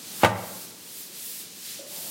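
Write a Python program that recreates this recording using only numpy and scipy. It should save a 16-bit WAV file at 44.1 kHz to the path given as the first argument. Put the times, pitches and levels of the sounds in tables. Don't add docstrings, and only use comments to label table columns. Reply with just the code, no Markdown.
import sys
import numpy as np
from scipy import signal
from scipy.fft import rfft, irfft, next_fast_len
from scipy.io import wavfile

SR = 44100
rng = np.random.default_rng(int(sys.argv[2]) if len(sys.argv) > 2 else 0)


def wav_out(sig):
    wavfile.write(sys.argv[1], SR, np.round(np.clip(np.atleast_2d(sig).T, -1, 1) * 32767).astype(np.int16))


N = 92610

# start_s, level_db, brightness_hz
FRONT_CONTACTS = [(0.2341, 0, 1140), (.2376, -2, 990), (.2463, -4.5, 3000), (0.2482, -0.5, 1010),
                  (0.258, -8, 2150), (.2655, -10.5, 1310), (0.2713, -12.5, 1020)]
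# pitch_hz, level_db, t60_s
PANEL_MODES = [(199, -31, 0.095), (267, -34.5, 0.31), (372, -31, .14), (489, -31, .11), (574, -30, 0.1),
               (656, -24, 0.095), (780, -23, 0.2), (853, -21, .12), (911, -26.5, 0.24), (1008, -42, 0.2),
               (1213, -23, 0.11), (1380, -29, 0.14), (1496, -26.5, 0.16), (2210, -25, 0.092)]
# frequency_hz, level_db
CLATTER_SPECTRUM = [(60, 0.5), (200, -5), (600, -1.5), (1400, 1), (2600, 0.5), (5000, -10.5), (9000, -5.5),
                    (16000, -42)]
# frequency_hz, t60_s
CLATTER_DECAY = [(200, .06), (1500, .045), (4000, .04), (10000, .035)]
# frequency_hz, level_db
SLIDE_SPECTRUM = [(100, -5), (500, -0.5), (1500, 4), (4000, -3.5), (16000, -23)]
# frequency_hz, level_db
CATCH_SPECTRUM = [(300, -27), (1200, 4), (2500, -3), (4200, 5), (6000, -21), (16000, -26)]
# pitch_hz, level_db, t60_s
STANDING_WAVES = [(109.3, -22, 0.44), (93.2, -35, 0.71), (194.5, -26.5, 0.48), (184, -36, 1.3)]
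# frequency_hz, level_db
ROOM_SPECTRUM = [(40, -26), (90, -7), (190, 0), (280, -4.5), (500, 2.5), (900, -2), (1500, -5.5),
                 (2500, -6.5), (8000, -9.5)]
# frequency_hz, t60_s
ROOM_DECAY = [(100, 1), (500, 0.69), (1500, 0.97), (3000, 0.56), (8000, 0.45)]
# start_s, level_db
FAR_KNOCKS = [(1.08, -49), (1.792, -31), (1.824, -39), (2.04, -44)]
# pitch_hz, level_db, t60_s
FAR_KNOCK_MODES = [(323, -6, 0.073), (450, -6, .04), (575, 5.5, .045), (617, -7.5, .035)]
# time_s, treble_db, top_db
HISS_AROUND_SLAM = [(0, -45, -50), (.1, -42.5, -43.5), (.2, -41, -38), (.25, -37, -37), (.28, -42, -60),
                    (.335, -54, -59)]
# time_s, treble_db, top_db
HISS_AFTER_SLAM = [(0.39, -47.5, -46.5), (0.47, -46, -42), (0.628, -44, -41), (0.752, -49.5, -52),
                   (1.008, -44, -39), (1.108, -47, -49.5), (1.16, -43.5, -42), (1.27, -42.5, -36.5),
                   (1.414, -42.5, -40), (1.494, -46, -53.5), (1.566, -46.5, -47), (1.694, -38.5, -40.5),
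                   (1.752, -39.5, -43), (1.852, -46.5, -54), (1.894, -44, -43.5), (1.96, -40.5, -37.5),
                   (2.094, -41, -37.5), (2.1, -41, -34)]
# frequency_hz, level_db
TREBLE_SPECTRUM = [(300, -32), (900, -18), (1800, -6.5), (3000, -1.5), (4500, 1.5), (7000, -0.5),
                   (9500, -3), (12000, -10.5), (16000, -16)]
# frequency_hz, level_db
TOP_SPECTRUM = [(2000, -52), (5000, -18), (8000, -2), (10000, -1.5), (12500, 0.5), (16000, -2)]
# frequency_hz, level_db
TONE_SPECTRUM = [(25, -22), (60, -28), (105, -5.5), (150, -5), (190, 2), (250, -3.5), (400, -3.5),
                 (700, -11.5), (1500, -15), (5000, -21.5)]
# time_s, level_db
TONE_LEVELS = [(0, -49), (.3, -44.5), (.9, -52), (1.7, -53), (2.1, -49.5)]
# frequency_hz, level_db
RUSTLE_SPECTRUM = [(150, -16), (450, -2), (720, 5), (1100, -4), (2000, -30), (5000, -38)]


def drawer():
    shove = ring([(733, -3.5, 0.0069)])
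    panel = ring(PANEL_MODES, wander_rad=0.78)
    blows = runners() + catch()
    ringing = np.zeros(N)
    for contact in FRONT_CONTACTS:
        clatter = amp(12.5) * dense_ring(CLATTER_SPECTRUM, CLATTER_DECAY, attack_s=0.00065)
        blows += strike(shove + clatter, *contact)
        ringing += strike(panel, *contact)
    into_room = blows + amp(-13) * ringing
    return blows + ringing + amp(-14) * room(into_room)


def runners(rise_s=0.014, stop_s=0.0026):
    until_contact_s = FRONT_CONTACTS[0][0] - seconds()
    envelope = np.exp(-np.maximum(until_contact_s / rise_s, -until_contact_s / stop_s))
    return amp(-30) * noise(SLIDE_SPECTRUM) * envelope


def catch(start_s=0.2465):
    age_s = seconds() - start_s
    envelope = (age_s > 0) * decay(np.abs(age_s), t60_s=0.0064)
    return amp(-15) * noise(CATCH_SPECTRUM) * envelope


def boom():
    waves = ring(STANDING_WAVES, wander_rad=0.59) * rise(0.016)
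    return strike(waves, start_s=0.238, level_db=0, brightness_hz=2000)


def room(sound):
    response = dense_ring(ROOM_SPECTRUM, ROOM_DECAY, attack_s=0.006)
    return signal.fftconvolve(sound, response)[:N]


def knocks():
    direct = np.zeros(N)
    for start_s, level_db in FAR_KNOCKS:
        body = ring(FAR_KNOCK_MODES, wander_rad=0.78) * rise(0.004)
        direct += strike(body, start_s, level_db, brightness_hz=616)
    return direct + amp(-7) * room(direct)


def hiss():
    time_s, treble_db, top_db = np.transpose(list(HISS_AROUND_SLAM) + list(HISS_AFTER_SLAM))
    treble = amp(np.interp(seconds(), time_s, treble_db) + 0.5) * noise(TREBLE_SPECTRUM)
    top = amp(np.interp(seconds(), time_s, top_db) + 1) * noise(TOP_SPECTRUM)
    return treble + top


def rustle():
    return amp(-53) * rise(0.02, start_s=1.896) * noise(RUSTLE_SPECTRUM)


def room_tone():
    level_db = np.interp(seconds(), *np.transpose(TONE_LEVELS))
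    return amp(level_db) * noise(TONE_SPECTRUM)


def strike(body, start_s, level_db, brightness_hz):
    def response(hz):
        return np.exp(-2j * np.pi * hz * start_s) / (1 + 1j * hz / brightness_hz)
    return amp(level_db) * filtered(body, response)


def ring(modes, wander_rad=0, wander_per_s=42):
    t = seconds()
    sound = np.zeros(N)
    for pitch_hz, level_db, t60_s in modes:
        knots = rng.standard_normal(int(N / SR * wander_per_s) + 2)
        drift = np.interp(t * wander_per_s, np.arange(len(knots)), knots - knots[0])
        wander = wander_rad * drift * rise(t60_s / 2)
        sound += amp(level_db) * decay(t, t60_s) * np.sin(2 * np.pi * pitch_hz * t + wander)
    return sound


def dense_ring(spectrum, t60s, attack_s):
    hz, t, bands = signal.stft(noise(spectrum), SR, nperseg=256)
    bands *= decay(t, along(t60s, hz)[:, None])
    sound = signal.istft(bands, SR, nperseg=256)[1][:N] * rise(attack_s)
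    return sound / np.linalg.norm(sound)


def noise(spectrum):
    coloured = filtered(rng.standard_normal(N), lambda hz: amp(along(spectrum, hz)))
    return coloured / np.sqrt(np.mean(coloured ** 2) + 1e-20)


def filtered(sound, response):
    size = next_fast_len(N + SR // 2)
    hz = np.fft.rfftfreq(size, 1 / SR)
    return irfft(rfft(sound, size) * response(hz), size)[..., :N]


def along(points, hz):
    point_hz, values = np.transpose(points)
    return np.interp(np.log(hz + 1), np.log(point_hz + 1), values)


def rise(attack_s, start_s=0):
    return 1 - np.exp(-np.maximum(seconds() - start_s, 0) / attack_s)


def decay(age_s, t60_s):
    return np.exp(-np.log(1000) * age_s / t60_s)


def seconds():
    return np.arange(N) / SR


def amp(db):
    return 10 ** (np.asarray(db) / 20)


def scene():
    mono = drawer() + boom() + knocks() + hiss() + rustle() + room_tone()
    return np.array([mono, mono])


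def record(dry):
    low_cut_hz, band_limit_hz = 85, 16050
    low_cut = signal.butter(3, low_cut_hz, "highpass", fs=SR, output="sos")
    return filtered(signal.sosfilt(low_cut, dry), lambda hz: hz < band_limit_hz)


dry = scene()
out = record(dry)
wav_out(out)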